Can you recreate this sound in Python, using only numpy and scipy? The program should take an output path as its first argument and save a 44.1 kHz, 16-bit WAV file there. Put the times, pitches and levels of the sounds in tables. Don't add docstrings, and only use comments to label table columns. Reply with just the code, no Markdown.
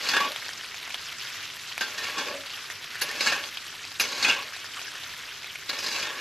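import sys
import numpy as np
from scipy import signal
from scipy.io import wavfile
from scipy.ndimage import uniform_filter1d

SR = 44100
rng = np.random.default_rng(int(sys.argv[2]) if len(sys.argv) > 2 else 0)


def how_loud(loudness_db):
    steps = np.asarray(loudness_db, float) / 20
    return 10 ** steps


def output_pcm(signal):
    pcm = np.clip(np.atleast_2d(signal).T, -1, 1) * 32767
    wavfile.write(sys.argv[1], SR, np.round(pcm).astype(np.int16))


N = 273801

# pitch_hz, relative level_db, t60_s
PAN_MODES = [(277, -12, 0.25), (500, -9.5, 0.16), (562, -3.5, 0.24), (607, 1.5, 0.11), (874, -9.5, 0.086),
             (1080, -32, 0.21), (1130, 1, 0.093), (1421, -12.5, 0.096), (1572, -11, 0.14),
             (1671, -5.5, 0.095), (1812, -6.5, 0.11), (2233, -10.5, 0.15), (2410, -16, 0.14),
             (2517, -10.5, 0.034), (2500, -23.5, 0.28), (2654, -11.5, 0.1), (2800, -8.5, 0.049),
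             (2940, -13.5, 0.11), (3360, -8, 0.14), (3597, -11.5, 0.047), (3950, 2, 0.019),
             (4226, -0.5, 0.043), (4450, 1, 0.029), (4830, 0, 0.046), (5170, -3.5, 0.033),
             (5800, -8.5, 0.048), (6210, -8, 0.028), (10800, -10, 0.095)]
# low_hz, high_hz
MODE_GROUPS = [(1400, 3500), (250, 750), (750, 1400), (3500, 6500), (7500, 13200)]


def spatula():
    slips_per_s, slip_spread_db = 2500, 2.97
    ring_db, rasp_db, thud_db = -20, -9.5, -33
    favour_db, favour_octaves = 15.5, 0.13
    linger = 0.41
    pair_split = 0.018
    strength, favoured_hz, knocking = contact()
    slips = evened(clicks(slips_per_s, slip_spread_db))
    force = strength * evened(slips + 1.03 * rng.standard_normal(N))

    ring = np.zeros(N)
    for hz, db, t60 in PAN_MODES:
        group = next(k for k, (low, high) in enumerate(MODE_GROUPS) if .98 * low <= hz < 1.05 * high)
        nearness = np.exp(-(np.log2(hz / favoured_hz) / favour_octaves) ** 2)
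        near_db = favour_db * np.maximum(knocking, linger) * nearness
        shake = force[group] * how_loud(db + near_db)
        if group == len(MODE_GROUPS) - 1:
            shake = shake * knocking
        node_db = 3.5 * wander(13)
        twin_hz = hz * (1 + pair_split * (hz < 7000))
        ring += resonate(shake * how_loud(node_db), hz, t60)
        ring += resonate(shake * how_loud(-node_db - 6.5), twin_hz, t60)

    rasp = np.zeros(N)
    for part, (low, high) in zip(force, MODE_GROUPS):
        rasp += band(part, low, high) * min(high / 1500, 1) ** 2
    bass_cut = signal.butter(4, 230, "high", fs=SR, output="sos")
    radiated = signal.sosfilt(bass_cut, how_loud(ring_db) * ring + how_loud(rasp_db) * rasp)
    thud = how_loud(thud_db) * band(force[0], 22, 340)
    return radiated + thud


# time_s, relative pressure_db, depth (0 rim - 1 bottom)
STROKE_PATHS = [
    [(0.0, -41, .1), (0.05, -36, 0.045), (0.09, -30.5, 0.2), (0.15, -27, 0.5), (0.2, -34.5, 0.67),
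     (0.25, -26, 0.61), (0.28, -46, .75), (0.34, -48, 0.38)],
    [(1.82, -37, 0.31), (1.87, -39, 0.39), (1.97, -42, 0.5), (2.03, -30.5, 0.3), (2.15, -36, 0.4),
     (2.19, -32.5, 0.94), (2.3, -33, 0.92), (2.39, -62, 0.59), (2.47, -64, 0.43)],
    [(3.03, -40, 0.73), (3.08, -37, 0.4), (3.19, -36.5, .3), (3.21, -32.5, .1), (3.28, -25.5, 0.26),
     (3.35, -29, 0.36), (3.41, -37.5, 0.55), (3.5, -42, 0.33)],
    [(4.02, -29, 0.28), (4.09, -34.5, 0.17), (4.2, -33, 0.17), (4.24, -26, 0.24), (4.31, -21, 0.43),
     (4.37, -30.5, 0.58), (4.43, -35.5, 0.52), (4.5, -101, 0.72)],
    [(5.7, -39, 0.52), (5.77, -39, 0.47), (5.8, -38.5, 0.13), (5.9, -31.5, 0.2), (6.0, -30.5, 0.23),
     (6.1, -34.5, 0.65), (6.16, -40.5, 0.52), (6.21, -36.5, 0.24)],
]
# start_s, relative peak_db, favoured pitch_hz,
# depth (0 rim - 1 bottom), click of the edge against the blow edge_db
WALL_KNOCKS = [(0.064, -17.5, 2750, 0.6, -21), (0.087, -12.5, 4480, 0.32, -15),
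               (0.134, -11, 1714, 0.7, -19), (0.165, -8, 1614, 0.86, -30), (0.202, -10.5, 1130, .78, -30),
               (0.22, -24, 2800, 0.6, -28), (0.249, -33, 2870, 0.8, -30), (1.808, -11, 1500, 0.37, -11.5),
               (1.978, -19, 1910, 0.18, -16), (2.180, -13, 1560, 0.34, -28), (2.272, -21, 545, .98, -10),
               (3.013, -15, 1880, 0.26, 3), (3.016, -14, 10800, .1, 0), (3.085, -23, 1880, 0.1, -21),
               (3.206, -17, 2650, 0.01, -24), (3.26, -11, 1700, 0.24, -29), (3.27, -10, 2140, 0.25, -30),
               (3.32, -11, 1610, 0.48, -29), (3.997, -14, 2640, 0.02, 4), (4.005, -11, 5800, 0.12, -6),
               (4.224, -16.5, 4450, .2, -24), (4.245, -9, 2500, 0.53, -29), (4.285, -10.5, 2700, 0.7, -26),
               (4.322, -18.5, 2750, 1, -28), (5.692, -17, 4100, 0.39, -11), (5.731, -20.5, 3950, 0.41, -24),
               (5.785, -19.5, 5340, 0.3, -22), (5.97, -25, 2420, 0.8, -26), (6.028, -18, 3570, 1, -22),
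               (6.097, -25, 1620, 0.5, -29), (6.199, -20.5, 2580, 0.33, -30)]
# deep, belly, blade, edge (dB per dB of pressure)
PRESS_NARROWING = (-0.87, -0.24, -0.23, -0.8)
# deep_db, belly_db, blade_db
KNOCK_THINNING = (-17, -21, 0)


def contact():
    firm_db, knock_db, chatter_s = -35, -10.5, 0.019
    tumble_db = 2
    t = np.arange(N) / SR
    power = np.zeros((len(MODE_GROUPS), N))
    favoured_hz, knocking = np.ones(N), np.zeros(N)
    for path in STROKE_PATHS:
        s, pressure_db, depth = np.transpose(path)
        on = (t >= s[0]) & (t < s[-1])
        wall_db = np.interp(t[on], s, pressure_db)
        groups_db = woken_db(np.interp(t[on], s, depth)) + np.outer(PRESS_NARROWING, wall_db - firm_db)
        levels_db = wall_db + np.vstack([0 * wall_db, groups_db])
        power[:, on] = (how_loud(levels_db) * signal.windows.tukey(on.sum(), .04)) ** 2
    power *= how_loud(tumble_db * wander(104)) ** 2

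    for s, peak_db, hz, depth, edge_db in WALL_KNOCKS:
        at = slice(round(s * SR), round(s * SR) + 4000)
        after = np.abs(t[at] - s)
        peak = how_loud(peak_db + knock_db)
        scraping = power[0, at.start]
        rise_s = 0.00091 + 0.0023 * scraping / (scraping + 0.26 * peak ** 2)
        blow = peak * np.clip(after / rise_s, 0, 1) * np.exp(-(after / chatter_s) ** 1.19)
        favoured_hz[at] = hz
        knocking[at] = blow ** 2 / (blow ** 2 + power[0, at] + 1e-7)
        thinned_db = woken_db(depth)[:3] + np.asarray(KNOCK_THINNING)
        power[:, at] += np.outer(how_loud([0, *thinned_db, edge_db]), blow) ** 2
    return np.sqrt(power), favoured_hz, knocking


# deep_db, belly_db, blade_db, edge_db
WOKEN_BY_DEPTH = [(-17, -9, 0, -10), (-15, -11.5, -6, -10), (-16, -7.5, -14.5, -13), (0.5, 5, -19.5, -14),
                  (-6, -4.5, -12, -14)]


def woken_db(depth):
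    steps = np.linspace(0, 1, len(WOKEN_BY_DEPTH))
    return np.array([np.interp(depth, steps, group) for group in np.transpose(WOKEN_BY_DEPTH)])


# start_s, relative level_db, starting pitch_hz, decay in cycles
LOUD_POPS = [(0.319, -20, 3740, 4.7), (0.361, -18, 3130, 4.6), (0.423, -28, 1600, 5.1),
             (0.484, -22.5, 5000, 3.7), (0.491, -21, 1690, 2.5), (0.533, -25.5, 4540, 7.3),
             (0.645, -28, 2340, 4), (0.744, -21.5, 2500, 1.9), (0.877, -22.5, 1880, 1.9),
             (0.896, -26, 3500, 2), (0.905, -25, 2200, 4.6), (0.944, -17.5, 3040, 6),
             (1.272, -26, 3100, 2.5), (1.428, -28, 1680, 1.1), (1.779, -13, 2280, 1.9),
             (2.47, -25.5, 3950, 2.5), (2.528, -31, 3020, 3.4), (2.701, -19.5, 1760, 3),
             (2.843, -21, 2650, 1.2), (2.955, -24, 1620, 5.2), (3.114, -17, 1890, 1.6),
             (3.439, -23, 2820, 4.8), (3.572, -23, 2860, 10), (3.851, -25, 4430, 5.6),
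             (3.918, -24, 4400, 3), (4.565, -22, 4050, 2.4), (4.644, -25, 1590, 3.1),
             (4.793, -24.5, 2460, 4.8), (4.816, -23, 3500, 1.8), (4.955, -25, 1590, 2.2),
             (5.036, -24.5, 3400, 4.3), (5.444, -26, 2200, 5.1), (5.531, -29, 4800, 2),
             (5.556, -26.5, 2080, 6.6)]
# delay_s, level_db against the pop
PAN_WALL_ECHOES = [(.0013, -12), (.0028, -14.5), (.0055, -10)]


def pops():
    small_count, small_db, small_range_db = 24, -30, 6
    spatter_share, spatter_decay_s = 0.21, 0.0037
    out, t = np.zeros(N + 599), np.arange(599) / SR
    when, size, pitch, length = rng.random((small_count, 4)).T
    small_levels_db = small_db + small_range_db * (size - .5)
    small = zip(when * N / SR, small_levels_db, 1400 * 3.2 ** pitch, 1.5 + 1.4 * length)
    tick = -1.7 * np.exp(-t / .00005)
    for s, level_db, hz, cycles in [*LOUD_POPS, *small]:
        grit = uniform_filter1d(rng.standard_normal(599), size=3)
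        spatter = spatter_share * grit * np.exp(-t / spatter_decay_s)
        out[round(s * SR):][:599] -= how_loud(level_db) * (bubble(hz, cycles) + tick + spatter)
    echoes = sum(how_loud(db) * np.roll(out, round(delay * SR)) for delay, db in PAN_WALL_ECHOES)
    return signal.lfilter(*signal.butter(2, 600, "high", fs=SR), out + echoes)[:N]


def bubble(hz, cycles):
    turns = np.arange(1, 600) / SR * hz
    return np.cos(2 * np.pi * turns * (1 + 0.016 * turns)) * np.exp(-turns / cycles)


# time_s, level_db before the treble shift, treble_db shift against it
FIZZ_LEVELS = [(0.34, -36, 3), (0.55, -38, -3), (0.75, -39.5, 1), (1.2, -38, 0), (1.38, -36.5, 2.5),
               (1.6, -40, -3), (1.79, -37.5, 0), (2.47, -39.5, -3), (2.62, -38, -1), (2.84, -40, 2),
               (3.0, -37.5, 0), (3.5, -38.5, 0.5), (3.9, -41, -7), (4.5, -38, 2), (4.64, -39, -1),
               (5.1, -38, 0), (5.5, -40.5, 1.5), (5.67, -40, -2)]
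# frequency_hz, relative gain_db
FIZZ_FILTER = [(120, -39), (200, -20), (239, -35), (445, -10.5), (720, -10), (830, -11), (1390, -3),
               (1600, -2), (3150, -1), (5780, -7), (9510, -21), (12600, -16), (13300, -25), (14100, -56)]


def fizz():
    bubbles_per_s, bubble_spread_db = 1600, 2.5
    smooth_share = 0.54
    surge_db = 2.5 * wander(12) + 2.2 * wander(40)
    pitches_hz = np.geomspace(900, 11000, 14)
    grains = np.zeros(N)
    for hz in pitches_hz:
        rate = bubbles_per_s / len(pitches_hz) * how_loud(surge_db + 7.5 * wander(22))
        burst = evened(np.diff(bubble(hz, 2.0))) * (hz / 1000) ** 0.44
        grains += signal.oaconvolve(clicks(rate, bubble_spread_db), burst)[:N]
    hiss = rng.standard_normal(N) * how_loud(0.5 * wander(60))
    blend = np.sqrt(smooth_share) * evened(hiss) + np.sqrt(1 - smooth_share) * evened(grains)
    mixed = evened(coloured(blend, FIZZ_FILTER))

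    s, level_db, treble_db = np.transpose(FIZZ_LEVELS)
    t = np.arange(N) / SR
    spray = signal.sosfilt(signal.butter(4, 7500, "high", fs=SR, output="sos"), mixed)
    brighter = how_loud(np.interp(t, s, treble_db)) - 1
    return how_loud(np.interp(t, s, level_db)) * (mixed + brighter * spray)


# frequency_hz, relative gain_db
HUM_FILTER = [(12, -32), (20, -2), (22, -6.5), (64, -12.5), (92, 0.5), (175, -5), (198, -12.5), (239, -4.5),
              (376, -7), (400, -2), (520, -25), (880, -120)]


def hum():
    hum_db = -59
    return how_loud(hum_db) * evened(coloured(rng.standard_normal(N), HUM_FILTER))


def clicks(per_s, spread_db):
    hit, size, sign = rng.random((3, N))
    size_db = spread_db * np.minimum(-np.log(1 - size), 4.2)
    return (hit < per_s / SR) * how_loud(size_db) * np.sign(sign - .5)


def wander(hz):
    steps = evened(rng.standard_normal(N // 128 + 2000))
    smooth = signal.lfilter(*signal.butter(2, hz * 256 / SR), steps)[1000:]
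    return np.interp(np.arange(N) / 128, np.arange(len(smooth)), evened(smooth))


def resonate(x, hz, t60):
    r, turn = 10 ** (-3 / (t60 * SR)), 2 * np.pi * hz / SR
    drive = np.sin(turn) * 2 * np.sqrt((1 - r) * SR / 4000)
    return signal.lfilter([drive], [1, -2 * r * np.cos(turn), r * r], x)


def band(x, low_hz, high_hz):
    passed = signal.sosfilt(signal.butter(2, [low_hz, high_hz], "band", fs=SR, output="sos"), x)
    return passed * np.sqrt(SR / 2 / (high_hz - low_hz))


def coloured(x, points):
    hz, db = np.transpose(points)
    bins_hz = np.abs(np.fft.fftfreq(8192, 1 / SR))
    log_gain = np.interp(np.log(bins_hz + 1), np.log(hz + 1), db) * np.log(10) / 20
    taps = np.fft.ifft(np.exp(np.conj(signal.hilbert(log_gain)))).real[:4096]
    return signal.oaconvolve(x, taps)[:N]


def evened(x):
    return x / np.sqrt(np.mean(x ** 2) + 1e-20)


def scene():
    return np.tile(spatula() + pops() + fizz() + hum(), (2, 1))


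def band_limit(x):
    return signal.sosfilt(signal.butter(12, 14210, fs=SR, output="sos"), x)


def record(dry):
    top_hz = 13150
    apart_from_hz, apart_db, apart_share = 4370, -1, 0.5
    low_pass = signal.firwin(511, top_hz, window=("kaiser", 8), fs=SR)
    dry = signal.oaconvolve(dry, low_pass[None], "same")
    hz, t, z = signal.stft(dry[0], SR, nperseg=1024, noverlap=768)
    level = np.sqrt(np.abs(uniform_filter1d(np.abs(z) ** 2, size=16, axis=0)))
    a, b, patches = rng.standard_normal((len(t), len(hz), 3)).T

    flicker = evened(uniform_filter1d(patches[0], size=9))
    patches = uniform_filter1d(uniform_filter1d(patches, size=50, axis=0), size=12, axis=1)
    patches = evened(patches) + 2.66 * flicker
    treble = 1 / (1 + (apart_from_hz / (hz[:, None] + 1)) ** 60)
    on = (patches < np.quantile(patches, apart_share)) * treble
    side_spectrum = level * on * (a + 1j * b) * how_loud(apart_db)
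    side = signal.istft(side_spectrum, SR, nperseg=1024, noverlap=768)[1][:N]
    return band_limit(dry + np.array([side, -side]))


dry = scene()
out = record(dry)
output_pcm(out)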